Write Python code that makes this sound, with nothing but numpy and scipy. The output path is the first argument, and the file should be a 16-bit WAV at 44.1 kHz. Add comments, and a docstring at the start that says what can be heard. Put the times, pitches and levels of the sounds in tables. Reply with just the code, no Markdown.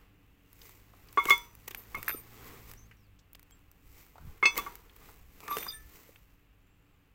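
"""Outdoors, in a plastic-lined carton: heavy steel planet gears are set into a ring gear and lifted out.
They knock, ping and ring briefly; their teeth catch, scrape and squeal as they slide out of mesh.
Each move of the hand crackles the plastic sheet and rubs the cardboard.
There are faint gliding squeaks, as of fingers on steel, and a late thin whistle.
Behind it all are light wind and the drone of a far engine."""
import sys
import numpy as np
from scipy import signal
from scipy.fft import rfft, irfft
from scipy.io import wavfile

SR = 44100
rng = np.random.default_rng(int(sys.argv[2]) if len(sys.argv) > 2 else 0)


def bounce(signal):
    """Save signal as a 16-bit WAV file at the path given by the first command-line argument."""
    frames = np.transpose(np.atleast_2d(signal))
    limited = np.clip(frames, -1, 1)
    pcm = np.round(limited * 32767).astype(np.int16)
    wavfile.write(sys.argv[1], SR, pcm)


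N = 314874
T = np.arange(N) / SR
RING_T = np.arange(SR) / SR


def amp(db):
    """Decibels to gain."""
    return 10 ** (np.asarray(db) / 20)


def unit(x):
    """Scales to rms 1."""
    return x / np.sqrt(np.mean(x ** 2) + 1e-20)


def add(mix, start_s, sound):
    """Mixes a sound in at start_s."""
    part = mix[max(round(start_s * SR), 0):][:len(sound)]
    part += sound[:len(part)]


def level(rows, column):
    """Gain over time from one dB column of a curve, silent outside it."""
    rows = np.array(rows)
    return amp(np.interp(T, rows[:, 0], rows[:, column], left=-np.inf, right=-np.inf))


def swells(rows):
    """Gain of smooth rises and falls."""
    out = np.zeros(N)
    for start_s, length_s, level_db in rows:
        add(out, start_s, amp(level_db) * np.hanning(round(length_s * SR)))
    return out


def colour(x, spectrum, size=2048):
    """Minimum-phase filter with the given spectrum and power gain 1."""
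    hz, db = np.transpose(spectrum)
    log_hz = np.log(abs(np.fft.fftfreq(size, 1 / SR)) + 1)
    log_gain = np.log(amp(np.interp(log_hz, np.log(hz), db)))
    impulse = np.fft.ifft(np.exp(np.conj(signal.hilbert(log_gain)))).real[:size // 2]
    return signal.oaconvolve(x, impulse / np.linalg.norm(impulse))[:len(x)]


def noise(spectrum):
    """Steady noise with the given spectrum, rms 1."""
    hz, db = np.transpose(spectrum)
    gain = amp(np.interp(np.log(np.fft.rfftfreq(N, 1 / SR) + 1), np.log(hz), db))
    return unit(irfft(rfft(rng.standard_normal(N)) * gain, N))


def drift(per_s):
    """Random wander, rms 1."""
    knots_s = np.arange(0, T[-1] + 1, 1 / per_s)
    return unit(np.interp(T, knots_s, rng.standard_normal(len(knots_s))))


def grains(per_s, spread_db):
    """Random impulses of uneven size, rms 1."""
    size = amp(spread_db * np.minimum(rng.exponential(1, N), 4))
    return unit(size * rng.choice([-1, 1], N) * (rng.random(N) < per_s / SR))


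def fade(t, t60_s):
    """Exponential decay."""
    return np.exp(-np.log(1000) * t / t60_s)


def burst(t60_s, tail_db, tail_t60_s):
    """A puff of noise and its weak scatter inside the carton."""
    t = RING_T[:SR // 4]
    return rng.standard_normal(len(t)) * (fade(t, t60_s) + amp(tail_db) * fade(t, tail_t60_s))


# outdoor ambience: freq_hz, gain_db
AIR_SPECTRUM = [(12, -45.5), (20, -10.5), (49, -4.5), (74, -11.5), (187, -16.5), (222, -27.5), (293, -10.5),
                (319, -25), (434, -28), (897, -35), (1060, -33.5), (2200, -32.5), (2670, -27.5),
                (5080, -56.5), (16000, -49)]


def air(start_db=-64, fade_db_per_s=0.33):
    """Still air: a low hush, slowly fading."""
    return amp(start_db - fade_db_per_s * T) * noise(AIR_SPECTRUM)


# engine speed: time_s, firing_hz
ENGINE_SPEED = [(0, 48.15), (1.1, 51.64), (2.1, 54.5), (2.5, 59.06), (2.85, 55.5), (3.45, 43.24),
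                (4.5, 50.4), (5.5, 49.83), (7.14, 48.3)]
# engine harmonics: order, gain_db
ENGINE_ORDERS = [(1, -1), (2, -0.5), (3, -14), (4, -9)]


def engine(level_db=-63.5, idle_hz=49.7, rev_db_per_hz=0.58, loudest_s=2.5, swell_s=2.1):
    """A far engine: wavering multiples of its firing rate, louder as it revs."""
    firing_hz = np.interp(T, *np.transpose(ENGINE_SPEED))
    phase = 2 * np.pi * np.cumsum(firing_hz * (1 + 0.0083 * drift(per_s=27))) / SR
    gain = amp(level_db + rev_db_per_hz * (firing_hz - idle_hz)) / np.hypot(1, (T - loudest_s) / swell_s)
    return gain * sum(amp(db + 2 * drift(per_s=40)) * np.sin(k * phase) for k, db in ENGINE_ORDERS)


# hand moves: peak_s, rise_s, fall_s, sheet_db, cardboard_db
HAND_MOVES = [(.03, 0.11, 0.08, -74.5, -69), (.66, 0.079, 0.1, -56.5, -74), (1.08, 0.4, 0.28, -67, -67.5),
              (1.3, 0.059, 0.068, -44, -56), (1.8, 0.17, 0.063, -59, -63), (2.07, 0.18, 0.11, -55, -57.5),
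              (2.48, .22, 0.18, -55, -55.5), (2.7, 0.037, 0.028, -55, -60), (3.56, .15, 0.15, -75.5, -74),
              (3.99, 0.099, 0.11, -59.5, -69.5), (4.3, 0.14, 0.32, -66.5, -66),
              (4.59, 0.046, 0.094, -48.5, -48.5), (5.06, 0.11, 0.13, -59.5, -61),
              (5.59, 0.099, 0.08, -46, -53), (5.96, 0.12, 0.15, -57.5, -65)]
REST_SHEET_DB, REST_CARDBOARD_DB = -82, -77


def handling(rest_db, column, shape=0.95):
    """Gain of overlapping hand moves: pointed peaks over a hand that never quite stops."""
    power = amp(rest_db) ** 2
    for move in HAND_MOVES:
        peak_s, rise_s, fall_s = move[:3]
        away = np.maximum((peak_s - T) / rise_s, (T - peak_s) / fall_s)
        power = power + amp(move[column]) ** 2 * np.exp(-2 * away ** shape)
    return np.sqrt(power)


# wind rumble: freq_hz, gain_db
WIND_SPECTRUM = [(15, -1), (30, -0.5), (55, -1.5), (90, -8), (180, -24), (400, -47)]
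# puffs of air: start_s, length_s, level_db
GUSTS = [(1.88, 0.18, -48.5), (2.6, 0.33, -57), (3.76, 0.31, -59), (4.14, 0.27, -48.5), (5.1, 0.37, -57),
         (5.7, 0.28, -52.5)]


def wind(breeze_db=-66, swing_db=2, stir_db_per_db=0.5, trim_db=-3.5):
    """Light wind and puffs on the microphone; handling stirs the breeze."""
    stir = (handling(REST_CARDBOARD_DB, column=4) / amp(REST_CARDBOARD_DB)) ** stir_db_per_db
    breeze = stir * amp(breeze_db + swing_db * drift(per_s=8))
    return amp(trim_db) * noise(WIND_SPECTRUM) * (breeze + swells(GUSTS))


# two squeaks, then a whistle, one curve each: time_s, pitch_hz, level_db
GLIDES = [
    [(2.76, 5500, -64), (2.79, 6170, -51.5), (2.83, 6140, -55), (2.87, 6600, -64)],
    [(2.97, 5800, -67.5), (3.01, 5520, -69), (3.07, 4265, -70)],
    [(6.58, 6600, -85), (6.64, 7250, -76), (6.75, 7510, -77.5), (6.81, 6950, -80.5), (6.9, 7980, -80.5),
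     (6.94, 7400, -76), (7, 6850, -86)],
]


def squeaks_and_whistle(tone_db=-12, fuzz_db=-13):
    """Faint, thin gliding squeaks, as of fingers on steel, and a late thin whistle."""
    out = np.zeros(N)
    for curve in GLIDES:
        time_s, pitch_hz, _ = np.transpose(curve)
        phase = 2 * np.pi * np.cumsum(np.interp(T, time_s, pitch_hz)) / SR
        fuzz = drift(per_s=890) * np.sin(phase) + drift(per_s=350) * np.cos(phase)
        out += level(curve, column=2) * (amp(tone_db) * np.sin(phase) + amp(fuzz_db) * fuzz)
    return out


# cardboard friction: freq_hz, gain_db
RUB_SPECTRUM = [(88, -34), (150, -2), (226, -5), (457, -2), (605, -13), (811, -6), (953, -10), (1090, -4.5),
                (1480, -10), (1980, -10.5), (5000, -23.5), (6500, -51), (11000, -120)]
# carton flexing: start_s, length_s, level_db
THUDS = [(1.93, 0.105, -52), (4.17, 0.17, -49)]
# flex thud: freq_hz, gain_db
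THUD_SPECTRUM = [(25, 22), (65, 30.5), (150, 29), (260, 15), (900, -51)]


def carton():
    """Cardboard rubs with each move and flexes under the load."""
    rub_gain = handling(REST_CARDBOARD_DB, column=4) * amp(1.5 + 0.91 * drift(per_s=40))
    return noise(RUB_SPECTRUM) * rub_gain + noise(THUD_SPECTRUM) * swells(THUDS)


# loud crease snaps: start_s, level_db, body_db
SNAPS = [(0.529, -37, -9.5), (1.1272, -36, -1), (1.2536, -19.5, 10.5), (1.297, -12.5, 5), (1.306, -14, 8.5),
         (1.3786, -25, -12), (1.551, -36, -8), (1.6813, -24, -4), (1.7473, -24.5, -0.5), (1.95, -29.5, -1),
         (2.028, -24, -1), (2.0825, -14.5, -15), (2.7135, -30, 0), (2.7356, -36, 2), (3.331, -35.5, -12.5),
         (3.3512, -35.5, 2), (3.394, -40.5, -0.5), (3.4282, -41, -1), (3.5085, -44.5, -1), (3.714, -42, -4),
         (4.556, -32, 14), (4.5772, -13.5, 2), (4.592, -34, 9), (4.7535, -31, -5.5), (4.963, -38.5, -1),
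         (5.4034, -36, 12), (5.4794, -27.5, 7), (5.568, -21, 4), (5.5839, -23, 6)]
# one snap: freq_hz, gain_db
SNAP_SPECTRUM = [(300, -11.5), (1000, 2), (2300, 2), (4000, -5.5), (7000, -2), (10000, -4.5), (14000, 3.5),
                 (16000, 1.5)]
# sheet crushed by a gear: start_s, length_s, level_db
CRUSHES = [(1.262, 0.083, -38), (1.672, 0.019, -38.5), (1.702, 0.021, -43.5), (4.558, 0.05, -34.5)]
# sheet rustle: freq_hz, gain_db
RUSTLE_SPECTRUM = [(180, -29.5), (300, -5), (455, -1), (614, -14.5), (1060, -9.5), (1640, -16.5),
                   (2000, -3.5), (3400, -13), (7820, -10.5), (9240, -18.5), (15000, -3.5), (16000, -10.5)]


def plastic(treble_hz=13000, snap_trim_db=-5, crinkles_per_s=20, crinkle_db=-8):
    """Creases snap one by one, crunch under a gear, and hiss and crinkle as the sheet shifts."""
    out = np.zeros(N)
    for start_s, level_db, body_db in SNAPS:
        spectrum = [(hz, db + body_db * np.clip(np.log2(treble_hz / hz), 0, 1))
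                    for hz, db in SNAP_SPECTRUM]
        snap = colour(burst(t60_s=0.0091, tail_db=-22, tail_t60_s=0.049), spectrum)
        add(out, start_s + 0.001, amp(level_db + snap_trim_db) * snap)
    crunch = colour(grains(per_s=4600, spread_db=6.5), RUSTLE_SPECTRUM)
    grit = colour(grains(per_s=2300, spread_db=3.5), RUSTLE_SPECTRUM)
    hiss = unit(noise(RUSTLE_SPECTRUM) + 1.4 * grit) * amp(2 + 0.43 * drift(per_s=70))
    crease = burst(t60_s=0.006, tail_db=-23.5, tail_t60_s=0.05)
    creases = signal.oaconvolve(grains(crinkles_per_s, spread_db=2.5), crease)[:N]
    crinkle = amp(crinkle_db) * unit(colour(creases, SNAP_SPECTRUM))
    return out + crunch * swells(CRUSHES) + (hiss + crinkle) * handling(REST_SHEET_DB, column=3)


def bounces(start_s=2.0806, gap_s=0.013, shrink=0.76, first_db=-20, loss_db=4, hz=1760, t60_s=0.012):
    """Tap rows for a tooth bouncing out of mesh, each bounce sooner and weaker."""
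    return [(start_s + gap_s * np.sum(shrink ** np.arange(k)), first_db - k * loss_db, hz, t60_s)
            for k in range(4)]


# teeth catching: start_s, level_db, centre_hz, t60_s
TOOTH_TAPS = [(.617, -45, 4000, .015), (.935, -52.5, 901, .031), (1.087, -51.5, 4000, .018),
              (1.68, -41.5, 1900, .042), (1.71, -42.5, 2330, .04), (1.747, -31, 2100, 0.0067),
              (2.03, -39, 1840, .015), (2.912, -52.5, 1904, .08), (3.19, -61.5, 5000, .071),
              (3.349, -47, 3500, .02), (4.156, -49.5, 870, .047), (4.181, -46.5, 950, .036),
              (4.205, -62, 1048, 0.27), (4.4564, -25.5, 4205, .024), (4.896, -52, 2810, .019),
              (5.087, -53, 999, .1), (5.527, -37.5, 4260, .0092), (5.569, -28.5, 2280, .012),
              (5.626, -38, 2200, .041), (5.665, -37.5, 1290, .032), (6.159, -49, 2400, .021)]
# gear landing on the carton floor: start_s, level_db
FLOOR_BUMPS = [(1.257, -32), (1.306, -36), (2.145, -38), (4.572, -36), (5.567, -31.5), (5.608, -47),
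               (6.09, -50)]


def taps(bump_hz=368, bump_t60_s=0.05, skirt_db=-17, shoulder_db=-3):
    """Contacts damped at once by hand or carton: one broad, short resonance each."""
    out = np.zeros(N)
    bumps = [(start_s, level_db, bump_hz, bump_t60_s) for start_s, level_db in FLOOR_BUMPS]
    for start_s, level_db, hz, t60_s in TOOTH_TAPS + bumps + bounces():
        hump = [(hz / 10, 2 * skirt_db), (hz / 3, skirt_db), (hz / 1.44, shoulder_db), (hz, 0),
                (hz * 1.55, shoulder_db), (hz * 1.69, skirt_db), (hz * 10, 2 * skirt_db)]
        tap = colour(burst(t60_s, tail_db=-33.5, tail_t60_s=0.16), hump)
        energy = t60_s * SR / (2 * np.log(1000))  # of a decay starting at 1
        add(out, start_s, amp(level_db) * np.sqrt(energy) * tap / np.linalg.norm(tap))
    return out


# squeals and pings of the gear: start_s, rise_s, pitch_hz, level_db, t60_s
SQUEALS_AND_PINGS = [(1.7715, .004, 13545, -43.5, 0.19), (1.7715, .0044, 11500, -45.5, 0.13),
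                     (2.081, .0069, 13540, -33.5, 0.29), (2.081, 0.009, 11580, -30.5, .067),
                     (2.114, .016, 11520, -35, 0.083), (2.125, 0.019, 1290, -44, 0.059),
                     (2.158, 0.017, 8780, -44, 0.11), (2.16, 0.041, 14140, -49, 0.096),
                     (3.515, .008, 7600, -59.5, .16), (3.516, .008, 3240, -60.5, 0.062),
                     (5.475, .055, 1176, -29.5, 0.16), (5.5, .011, 11500, -35, .055),
                     (5.68, .0088, 4883, -31.5, 0.071), (5.703, 0.0053, 3610, -35.5, 0.016),
                     (5.724, 0.0019, 3600, -39.5, 0.055), (5.713, 0.04, 8760, -44, 0.11),
                     (5.729, 0.01, 1754, -49, 0.37)]


def squeals_and_pings(waver_hz=9):
    """Squeals and small ringing pings of the gear: one mode grows, then rings out."""
    out, t = np.zeros(N), RING_T
    for start_s, rise_s, pitch_hz, level_db, t60_s in SQUEALS_AND_PINGS:
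        envelope = np.minimum(t / rise_s, 1) * fade(np.maximum(t - rise_s, 0), t60_s)
        phase = 2 * np.pi * np.cumsum(pitch_hz + waver_hz * drift(per_s=630)[:len(t)]) / SR
        add(out, start_s, amp(level_db) * envelope * np.sin(phase))
    return out


# modes of a gear held free: pitch_hz, gain_db, t60_s
FREE_GEAR_MODES = [(1297, -5, .27), (1760, -14, .45), (2329, -6, .3), (3605, 1, .18), (4885, -5, .4),
                   (5940, -5, .2), (8760, -3, .35), (11542, -3, .14), (13540, 6, .24), (13640, -4, .15),
                   (14135, -1, .45)]
# tooth friction: freq_hz, gain_db
GRIND_SPECTRUM = [(150, 4), (400, 8), (700, 4), (1200, 12.5), (1700, -10), (2500, 10.5), (4000, -53),
                  (9000, -16), (15000, -17.5)]
# one curve per slide: time_s, ring_db, grind_db
SLIDES = [
    [(1.95, -87, -72), (1.98, -47.5, -45), (2.005, -73, -62), (2.035, -75, -70), (2.055, -50, -81),
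     (2.085, -56, -45.5), (2.13, -48, -67), (2.17, -79, -59), (2.21, -75, -71)],
    [(5.41, -91, -59.5), (5.47, -78, -49), (5.51, -36.5, -59), (5.55, -49, -47), (5.6, -41.5, -73),
     (5.67, -43.5, -48.5), (5.71, -53.5, -66), (5.76, -47, -93)],
]


def slides(trim_db=-1):
    """Small slips between teeth grind and keep the lifted gear ringing as the contact chatters."""
    out, t = np.zeros(N), RING_T
    ring = sum(amp(db) / np.sqrt(t60_s) * fade(t, t60_s) * np.sin(2 * np.pi * hz * t)
               for hz, db, t60_s in FREE_GEAR_MODES)
    ring /= np.linalg.norm(ring)
    for curve in SLIDES:
        slips = grains(per_s=9900, spread_db=6.5) * amp(1.6 * drift(per_s=160))
        chatter = amp(3.5 * drift(per_s=150) - 1)
        out += chatter * signal.oaconvolve(slips * level(curve, column=1), ring)[:N]
        out += colour(slips * level(curve, column=2), GRIND_SPECTRUM)
    return amp(trim_db) * out


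# mode families of the stacked gears: pitch_hz, gain_db, t60_s
CLUNK_MODES = [(953, -18.5, .33), (345, -23, .074), (396, -17, .13), (1104, -15.5, .06), (1138.5, 2, .096),
               (1123, -12, .046), (1296, -18, .062), (1360, -21.5, .21), (1730, -25.5, .07)]
CLANK_MODES = [(2160, -12.5, .06), (2133, -10.5, 0.065), (2157, 0, 0.13), (2143, -22.5, 0.28),
               (2250, -17.5, 0.28), (2890, -30.5, 0.12)]
RIM_MODES = [(2607, 0, .12), (2612, -27, .3), (2800, -21, .06), (4365, -15, .12), (4980, -24, .15),
             (5963, -31, .45), (6122, -21, .13), (6342, -23, .09), (7946, -28, .11), (8403, -35, .2),
             (9878, -41, .14)]
CHIME_MODES = [(3446, 0, .21), (4365, -21, .14), (4982, -26, .28), (5963, -26, .5), (6738, -18, .18),
               (8703, -25, .24), (10850, -28, .12), (13230, -34, .25), (15600, -25, .22)]
# dry contact clack: freq_hz, gain_db
CLACK_SPECTRUM = [(100, -16.5), (250, -11.5), (400, 4.5), (650, -10.5), (1150, 11.5), (1600, -4),
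                  (2300, -3.5), (3300, -20.5), (6000, -30), (15000, -41)]
# gear on gear: start_s, swell_s, seat_s, clunk_db, clank_db, rim_db, chime_db, clack_db
KNOCKS = [(1.1734, .003, 0.026, -17, -27.5, -57.5, -36, -23),
          (1.183, .0024, 0.013, -21, -41, -57.5, -53, -37.5),
          (1.196, .004, 0.075, -41, -24, -62, -53.5, -40.5),
          (1.256, .0024, 0.011, -50.5, -46, -53.5, -61, -38), (1.266, .007, .02, -49, -29.5, -66, -71, -47),
          (1.284, .011, 0.01, -17, -18.5, -57.5, -54, -37),
          (1.3038, .0028, 0.057, -18, -10, -33.5, -20.5, -26.5),
          (1.3214, .0024, 0.02, -30, -22.5, -49.5, -42.5, -34),
          (1.9456, .003, .03, -39, -30.5, -50, -72, -34),
          (4.4271, .0024, .03, -30, -17.5, -39, -41.5, -24.5),
          (4.435, .0024, 0.012, -32, -27.5, -28, -49, -31),
          (4.4538, .0024, 0.054, -21, -16.5, -11.5, -28, -24),
          (4.566, .003, 0.017, -50, -31.5, -42, -57, -39), (4.5838, .0024, .02, -29, -35, -37.5, -41, -34),
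          (4.6635, .002, 0.014, -31.5, -46.5, -66, -78, -36.5),
          (5.4806, .004, 0.0066, -46, -71, -70, -73, -36.5),
          (5.511, .0024, .0043, -29, -54, -70, -53, -33.5)]


def knocks(choke_t60_s=0.05, lasting_t60_s=0.145):
    """Steel on steel: modes swell as the faces chatter; the short ones choke once the faces seat."""
    out = np.zeros(N)
    families = (CLUNK_MODES, CLANK_MODES, RIM_MODES, CHIME_MODES)
    for start_s, swell_s, seat_s, *family_db, clack_db in KNOCKS:
        for blow_db, modes in zip(family_db, families):  # where a blow lands sets each share
            for pitch_hz, gain_db, t60_s in modes:
                t = RING_T[:round(1.2 * t60_s * SR)]
                envelope = (1 - np.exp(-t / swell_s)) * fade(t, t60_s)
                if t60_s <= lasting_t60_s:
                    envelope *= fade(np.maximum(t - seat_s, 0), choke_t60_s)
                add(out, start_s, amp(blow_db + gain_db) * envelope * np.sin(2 * np.pi * pitch_hz * t))
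        clack = colour(burst(t60_s=0.053, tail_db=-22, tail_t60_s=0.54), CLACK_SPECTRUM)
        add(out, start_s, amp(clack_db) * clack)
    return out


def scene():
    """Mono mix, heard from above the carton."""
    outdoors = air() + engine() + wind()
    packing = carton() + plastic()
    gears = taps() + squeals_and_pings() + slides() + knocks()
    return (outdoors + squeaks_and_whistle() + packing + gears)[None]


def record(dry, cutoff_hz=16100):
    """Steep low-pass."""
    low_pass = signal.firwin(255, cutoff_hz, window=("kaiser", 8), fs=SR)
    return signal.oaconvolve(dry, low_pass[None], "same")


dry = scene()
out = record(dry)
bounce(out)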